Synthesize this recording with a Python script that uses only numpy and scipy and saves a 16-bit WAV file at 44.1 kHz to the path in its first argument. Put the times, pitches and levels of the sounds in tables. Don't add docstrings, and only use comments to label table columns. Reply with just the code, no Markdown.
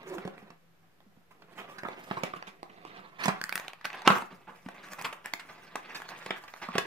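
import sys
import numpy as np
from scipy import signal
from scipy.fft import rfft, irfft, next_fast_len
from scipy.io import wavfile
from scipy.ndimage import map_coordinates

SR = 44100
rng = np.random.default_rng(int(sys.argv[2]) if len(sys.argv) > 2 else 0)


def store_wav(level_fs):
    pcm = np.round(np.clip(np.atleast_2d(level_fs), -1, 1) * 32767)
    wavfile.write(sys.argv[1], SR, pcm.T.astype(np.int16))


N = 302526

# f/Hz, relative level/dB, t60/s
CAVITY_MODES = [(166, -26, 0.037), (193, -5.5, 0.094), (246.3, -10.5, 0.052)]
# f/Hz, relative level/dB, t60/s
FACE_MODES = [(355, 2.7, 0.01), (399, 10.1, 0.023), (534, 4.9, 0.029), (709, 9.2, 0.02)]
# f/Hz, relative level/dB, t60/s
FLAP_MODES = [(775, -11, 0.075), (897, 2.5, 0.034), (1030, 5.5, 0.026), (1160, 0.5, 0.058),
              (1293, 11, 0.0087)]
# f/Hz, relative level/dB, t60/s
TAB_MODES = [(1638, 9, 0.0085), (1940, 4, 0.011), (2240, 13, 0.0032), (2556, -10.5, 0.014),
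             (3370, -7, 0.0057), (4190, 9.5, 0.00098)]
# f/Hz, relative density/dB per Hz
EDGE_SPECTRUM = [(3000, -9.5), (4300, 7), (5000, 8.5), (7000, 4), (10000, -2), (15000, -6)]
# t/s, hollow body re flap/dB, tab re flap/dB, paper-edge crackle/dB
GRIP_PATH = [(0, 5.5, -3.5, -0.5), (1.25, 11, -6, 2), (1.7, 2.5, -3, 1), (2.2, 3.5, 0.5, -2),
             (2.6, 14, 4, -2), (3.3, -7.5, -9, -4.5), (3.5, -27, -1, 0.5), (3.8, -20, -2.5, -3.5),
             (4.0, -16, -3, -3), (4.4, 5, -4.5, 1.5), (4.7, 4.5, 4.5, -0.5), (5.1, -5, -12, 5),
             (5.5, 0, -0.5, 1), (5.95, -1.5, 3, -1.5), (6.2, -7.5, 1.5, -2), (6.6, -17, 0, 1.5),
             (6.86, 3, 0, -5.5)]


def amp(db):
    return 10 ** (np.asarray(db) / 20)


def unit(x):
    return x / np.sqrt(np.mean(x ** 2) + 1e-20)


def top(x):
    return x / np.max(np.abs(x))


def along(points, hz):
    f, v = np.transpose(points)
    return np.interp(np.log(hz + 1), np.log(f + 1), v)


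def curves(rows):
    s, *cols = np.transpose(rows)
    return [np.interp(np.arange(N) / SR, s, c) for c in cols]


def wobble(rate_hz):
    knots = rng.standard_normal(int(N * rate_hz / SR) + 4)
    return map_coordinates(knots, [np.arange(N) * rate_hz / SR])


def filtered(x, response):
    m = next_fast_len(x.shape[-1] + 8192)
    spectrum = rfft(x, m) * response(np.fft.rfftfreq(m, 1 / SR))
    return irfft(spectrum, m)[..., :x.shape[-1]]


def air():
    # f/Hz, relative density/dB per Hz
    tone_spectrum = [(24, -24), (40, 27.5), (53, 13.5), (112, 10.5), (167, 4.5), (269, -7), (1720, -15.5),
                     (8990, -37), (14100, -33.5), (16000, -55)]
    # f/Hz, correlation (1 = alike)
    tone_likeness = [(60, 0.4), (150, 0), (300, 0), (700, 0)]
    # centre f/Hz, width/Hz, level/dB
    hum_setting = (165.6, 5, -62.5)

    def mid_side(hz):
        angle = np.arccos(np.clip(along(tone_likeness, hz), -1, 1)) / 2
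        return amp(along(tone_spectrum, hz)) * [np.cos(angle), np.sin(angle)]

    mid, side = filtered(rng.standard_normal((2, N)), mid_side)
    tone = unit(np.array([mid + side, mid - side]))
    hum_hz, width_hz, hum_db = hum_setting
    hum = filtered(rng.standard_normal(N), lambda hz: np.exp(-((hz - hum_hz) / width_hz) ** 2))
    return amp(-54.5) * tone + amp(hum_db) * unit(hum)


def echoes(x, t60, size):
    out = np.zeros((2, N + 2 * size))
    step = size // 4
    for at in range(0, N, step):
        hz, t, z = signal.stft(rng.standard_normal((2, size)), SR, nperseg=64)
        decay = amp(-60 * t / along(t60, hz)[:, None])
        tail = signal.istft(z * decay, SR, nperseg=64)[1]
        tail = tail / np.linalg.norm(tail, axis=1, keepdims=True)
        piece = signal.fftconvolve(x[None, at:at + step], tail, axes=1)
        out[:, at:at + piece.shape[1]] += piece
    return out[:, :N]


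def room(x):
    # f/Hz, t60/s
    room_t60 = [(150, 0.37), (1000, 0.31), (5000, 0.24), (15000, 0.19)]
    # f/Hz, level/dB
    room_level = [(100, -18.5), (400, -8.5), (1500, -4.5), (5000, -6), (12000, 0)]
    delayed = np.pad(x, (200, 0))
    return echoes(filtered(delayed, lambda hz: amp(along(room_level, hz))), room_t60, size=22000)


def ports(x):
    # t/s, left lag/samples, left-right level/dB
    box_place = [(0, 6.5, -0.5), (1.5, 4.5, -2), (2.6, 15, -1.5), (3.2, 10.5, -4), (3.6, -1, 0.5),
                 (5, -1.5, 1.5), (6.86, -3, 0)]
    # f/Hz, left-right level/dB
    body_shade = [(100, -1), (1000, -4), (5000, -3.5), (8000, 1.5), (14000, 2.5)]
    lag, pan_db = curves(box_place)
    side = np.array([[.5], [-.5]])
    direct = np.array([map_coordinates(x, [at], order=3) for at in np.arange(N) - side * lag])
    treble = filtered(x, lambda hz: hz ** 2 / (hz ** 2 + 4000 ** 2))
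    scattered = echoes(treble, [(5000, 0.0065)], size=4096)
    shaded = filtered(direct + amp(4.5) * scattered, lambda hz: amp(side * along(body_shade, hz)))
    return amp(side * pan_db) * shaded


def ring(modes):
    t = np.arange(SR // 8) / SR
    hz, db, t60 = np.transpose(modes)[:, :, None]
    shift_db = 2.5 * rng.standard_normal((len(modes), 1))
    detune = .03 * rng.standard_normal((len(modes), 1))
    decay = amp(db + shift_db - 60 * t / t60)
    return np.sum(decay * np.sin(2 * np.pi * hz * (1 + detune) * t), axis=0)


def fibres(share, spread_db):
    strength = amp(spread_db * np.minimum(rng.exponential(size=N), 4))
    catches = (rng.random(N) < share) * rng.standard_normal(N) * strength
    return unit(unit(catches) + 1.4 * rng.standard_normal(N))


def regripped(force, modes):
    hop = 2048
    out = np.zeros(N + SR)
    force, fade = np.pad(force, (hop, SR)), np.hanning(2 * hop)
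    for at in range(0, N + hop, hop):
        piece = signal.fftconvolve(force[at:at + 2 * hop] * fade, ring(modes))
        out[at:at + len(piece)] += piece
    return unit(out[hop:hop + N])


def rubbing():
    # t/s, flap level/dB before unevenness
    finger_drag = [(0, -60), (.13, -52.5), (.3, -63), (.47, -65), (.6, -83), (1.25, -82.5), (1.68, -53.5),
                   (1.77, -60.5), (1.96, -55.5), (2.08, -56.5), (2.28, -57.5), (2.6, -77.5), (2.92, -57.5),
                   (3.16, -61), (3.34, -49), (3.47, -61.5), (3.62, -51), (3.79, -68), (3.98, -49),
                   (4.04, -54), (4.17, -50), (4.42, -68.5), (4.63, -69), (5.07, -53), (5.3, -65),
                   (5.7, -61), (5.85, -60.5), (5.89, -56), (6.03, -57.5), (6.08, -62.5), (6.12, -52),
                   (6.37, -54.5), (6.41, -63.5), (6.6, -61.5), (6.71, -59), (6.86, -53)]
    flap_db, = curves(finger_drag)
    body_re_flap_db, tab_re_flap_db, crackle_db = curves(GRIP_PATH)
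    body_db, tab_db = flap_db + body_re_flap_db, flap_db + tab_re_flap_db
    force = fibres(share=.03, spread_db=1.8)
    edge = unit(filtered(force, lambda hz: amp(along(EDGE_SPECTRUM, hz))))
    levels = [(flap_db, FLAP_MODES), (body_db - 5.5, CAVITY_MODES), (body_db, FACE_MODES), (tab_db, TAB_MODES)]
    parts = sum(amp(db) * regripped(force, modes) for db, modes in levels)
    uneven = amp(1.7 * wobble(25) + 2.4 * wobble(70))
    edge_db = tab_db + crackle_db - 10.5 + 2.5 * wobble(42)
    return uneven * (parts + amp(edge_db) * edge)


def groan():
    # t/s, f/Hz, level/dB
    shudder = [(.04, 375.2, -66), (.085, 378.5, -36.5), (.1, 400, -40), (.125, 380, -28.5), (.14, 411, -41),
               (.165, 355, -29.5), (.2, 355, -53)]
    hz, db = curves(shudder)
    unsteady, throb = .07 * wobble(150), amp(3 * wobble(120))
    phase = 2 * np.pi * np.cumsum(hz * (1 + unsteady)) / SR
    sounding = np.arange(N) < shudder[-1][0] * SR
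    return sounding * amp(db) * throb * (np.sin(phase) + 0.26 * np.sin(1.5 * phase))


def contacts(rows, shape):
    out, t_ms = np.zeros(N + SR), 1000 * np.arange(SR // 6) / SR
    crackle_db = curves(GRIP_PATH)[-1]
    for s, db, cavity_db, faces_db, tab_db, edge_db, ms in rows:
        at = round(s * SR)
        force = rng.standard_normal(len(t_ms)) * shape(t_ms, max(ms, 1))
        levels = [(0, FLAP_MODES), (cavity_db, CAVITY_MODES), (faces_db, FACE_MODES), (tab_db, TAB_MODES)]
        sound = sum(amp(level) * top(signal.fftconvolve(force, ring(modes))) for level, modes in levels)
        edge = top(filtered(force, lambda hz: amp(along(EDGE_SPECTRUM, hz))))
        sound[:len(force)] += amp(edge_db + crackle_db[at]) * edge
        out[at:][:len(sound)] += amp(db) * sound
    return out[:N]


def scuff_swell(t_ms, swell_ms):
    return (t_ms / swell_ms * np.exp(-t_ms / swell_ms)) ** 1.15


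def scuffs():
    # t/s, flap peak level/dB, tab re flap/dB, swell/ms (at least 1)
    scuff_list = [(0.182, -32, -38, 1.7), (1.306, -53, 1.5, 7.4), (1.42, -47, -2, 2.6), (1.573, -37, 0, 15),
                  (1.782, -50.5, 15.5, 4.5), (1.847, -27.5, -38, 7), (2.166, -26, -35, 5.7),
                  (2.335, -27, -40, 2.1), (2.358, -36.5, -23, 5.6), (2.467, -43.5, 4.5, 8.8),
                  (2.695, -46.5, -3, 4.3), (2.924, -49, -8, 3.4), (2.98, -42, -14, 7.4),
                  (3.183, -34, 0.5, 35), (3.233, -37, 11, 7.7), (3.286, -20, -7.5, 5.7),
                  (3.811, -46, 3, 1.5), (3.843, -40.5, 13, 7.3), (4.047, -28.5, 3, 22),
                  (4.113, -19.5, -11, 7.2), (4.147, -23, -12, 13.7), (4.469, -38.5, -44, 18.7),
                  (4.741, -45.5, -0.5, 6.6), (4.826, -59.5, 15.5, 14), (4.924, -46.5, 1, 9.1),
                  (4.984, -36.5, -3, 7.3), (5.011, -34.5, -5, 2.6), (5.043, -28, -1, 8.2),
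                  (5.126, -37.5, 0.5, 3.1), (5.241, -44.5, 7, 14.4), (5.393, -55, 19, 6),
                  (5.487, -43.5, 1.5, 9.3), (5.866, -54, 3, 8.1), (5.89, -44.5, 4.5, 13),
                  (5.945, -54.5, 21.5, 8.8), (6.117, -37, -29, 3.3), (6.249, -55, -18, 4.4),
                  (6.436, -38, -6.5, 3.6), (6.478, -49, 6, 3), (6.614, -38, 6, 15), (6.725, -42, 7, 20)]
    grip_db = curves(GRIP_PATH)[0]
    rows = []
    for s, db, tab_db, swell_ms in scuff_list:
        body_db = -9 + 0.6 * grip_db[round(s * SR)]
        edge_db = -12 + 0.33 * tab_db
        rows.append((s, db, body_db, body_db, tab_db, edge_db, swell_ms))
    return contacts(rows, scuff_swell)


def push(t_ms, t60_ms):
    return (1 - np.exp(-(t_ms / 0.66) ** 2)) * amp(-60 * t_ms / t60_ms)


def slips():
    # t/s, tab peak level/dB, flap re tab/dB
    slip_list = [(0.031, -45, -3), (1.004, -52.5, 1.5), (2.103, -39, -2), (2.425, -32, 0.5),
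                 (3.414, -22.5, -22), (3.439, -21.5, -24), (3.493, -23, -20), (3.525, -21, -17),
                 (3.555, -19, -28), (3.577, -23, -15), (3.597, -26.5, -15), (3.647, -50, 5),
                 (3.681, -34.5, 2.5), (3.704, -45, -7), (3.733, -33.5, -8), (3.853, -19, -24),
                 (3.902, -34, -12), (3.93, -35.5, -12), (3.946, -40, -8), (3.955, -40, 0),
                 (3.972, -42, -17), (4.019, -35.5, 1), (4.077, -15, 1), (4.152, -26, -2), (4.183, -30, -13),
                 (4.886, -44, -20), (4.933, -33.5, -30), (5.013, -37, -18), (5.022, -35, -12),
                 (5.187, -53, 7), (5.258, -28.5, -3), (5.336, -21, -13), (5.757, -27, -33),
                 (6.001, -34, -1.5), (6.019, -32, -5), (6.089, -34, -6.5), (6.538, -35, 0)]
    cavity_re_tab_db, edge_re_tab_db, t60_ms = -21.5, -10.5, 7.05
    muffle = 0.14
    rows = []
    for s, db, flap_db in slip_list:
        edge_db = edge_re_tab_db - (1 + muffle) * flap_db
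        rows.append((s, db + flap_db, cavity_re_tab_db - flap_db, -np.inf, -flap_db, edge_db, t60_ms))
    return contacts(rows, push)


def knocks():
    # cavity/dB, long faces/dB, tab/dB
    knock_list = [(0.25, -46, 23.5, 19, -6), (0.276, -49, -16, 23.5, -6), (0.379, -51, -13, 10.5, 9),
                  (0.425, -55.5, 20, 1, -14), (0.503, -44, -4, 0, 1.5), (1.064, -71.5, 27.5, 1, -14),
                  (1.168, -73.5, 30.5, 1, -15), (1.833, -35.5, -4, 7.5, 0), (1.885, -30, -10, 2, -20),
                  (2.111, -19.5, -2, -4, -11), (2.234, -26.5, -3.5, 6.5, 2.5), (2.63, -30, -45, -2, -9),
                  (2.85, -35.5, -26, 2.5, -13), (3.256, -21, -0.5, -8, -3), (3.281, -17.5, 3, 1.5, -9.5),
                  (4.075, -3, -18.5, -7, -14.5), (4.102, -8.5, -6, -9.5, -8.5), (4.22, -28, -7, -27, -27),
                  (4.325, -43, 7, 1.5, -20), (4.661, -42.5, 16.5, -2, -3), (4.686, -28.5, -19, -14, -23),
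                  (5.335, -37.5, -6, 8, 8.5), (5.755, -23, -20, -11, -11), (6.261, -34.5, -1.5, 0.5, -1),
                  (6.306, -25.5, -3, 1, 4), (6.686, -27.5, -2, -8, -29), (6.753, -25.5, 6.5, 6, -8),
                  (6.781, -22.5, -9, 0.5, 7)]
    rows = []
    for s, db, cavity_db, faces_db, tab_db in knock_list:
        edge_db = -12.5 + 0.82 * tab_db
        t60_ms = 26.2 + 0.5 * cavity_db
        rows.append((s, db, cavity_db, faces_db, tab_db, edge_db, t60_ms))
    return contacts(rows, push)


def scene():
    box = rubbing() + knocks() + scuffs() + groan()
    snaps = slips()
    to_room = box + amp(-3) * snaps
    return ports(box + snaps) + room(to_room) + air()


def record(dry):
    # f/Hz, level/dB
    tone_colour = [(30, -35.5), (100, -15), (200, -5), (15600, 8.5), (15900, -56)]
    top_hz = 16800
    x = filtered(dry, lambda hz: amp(along(tone_colour, hz)))
    x = x / (1 + np.abs(x / .75) ** 4) ** (1 / 4)
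    return filtered(x, lambda hz: hz < top_hz) - .0005


dry = scene()
out = record(dry)
store_wav(out)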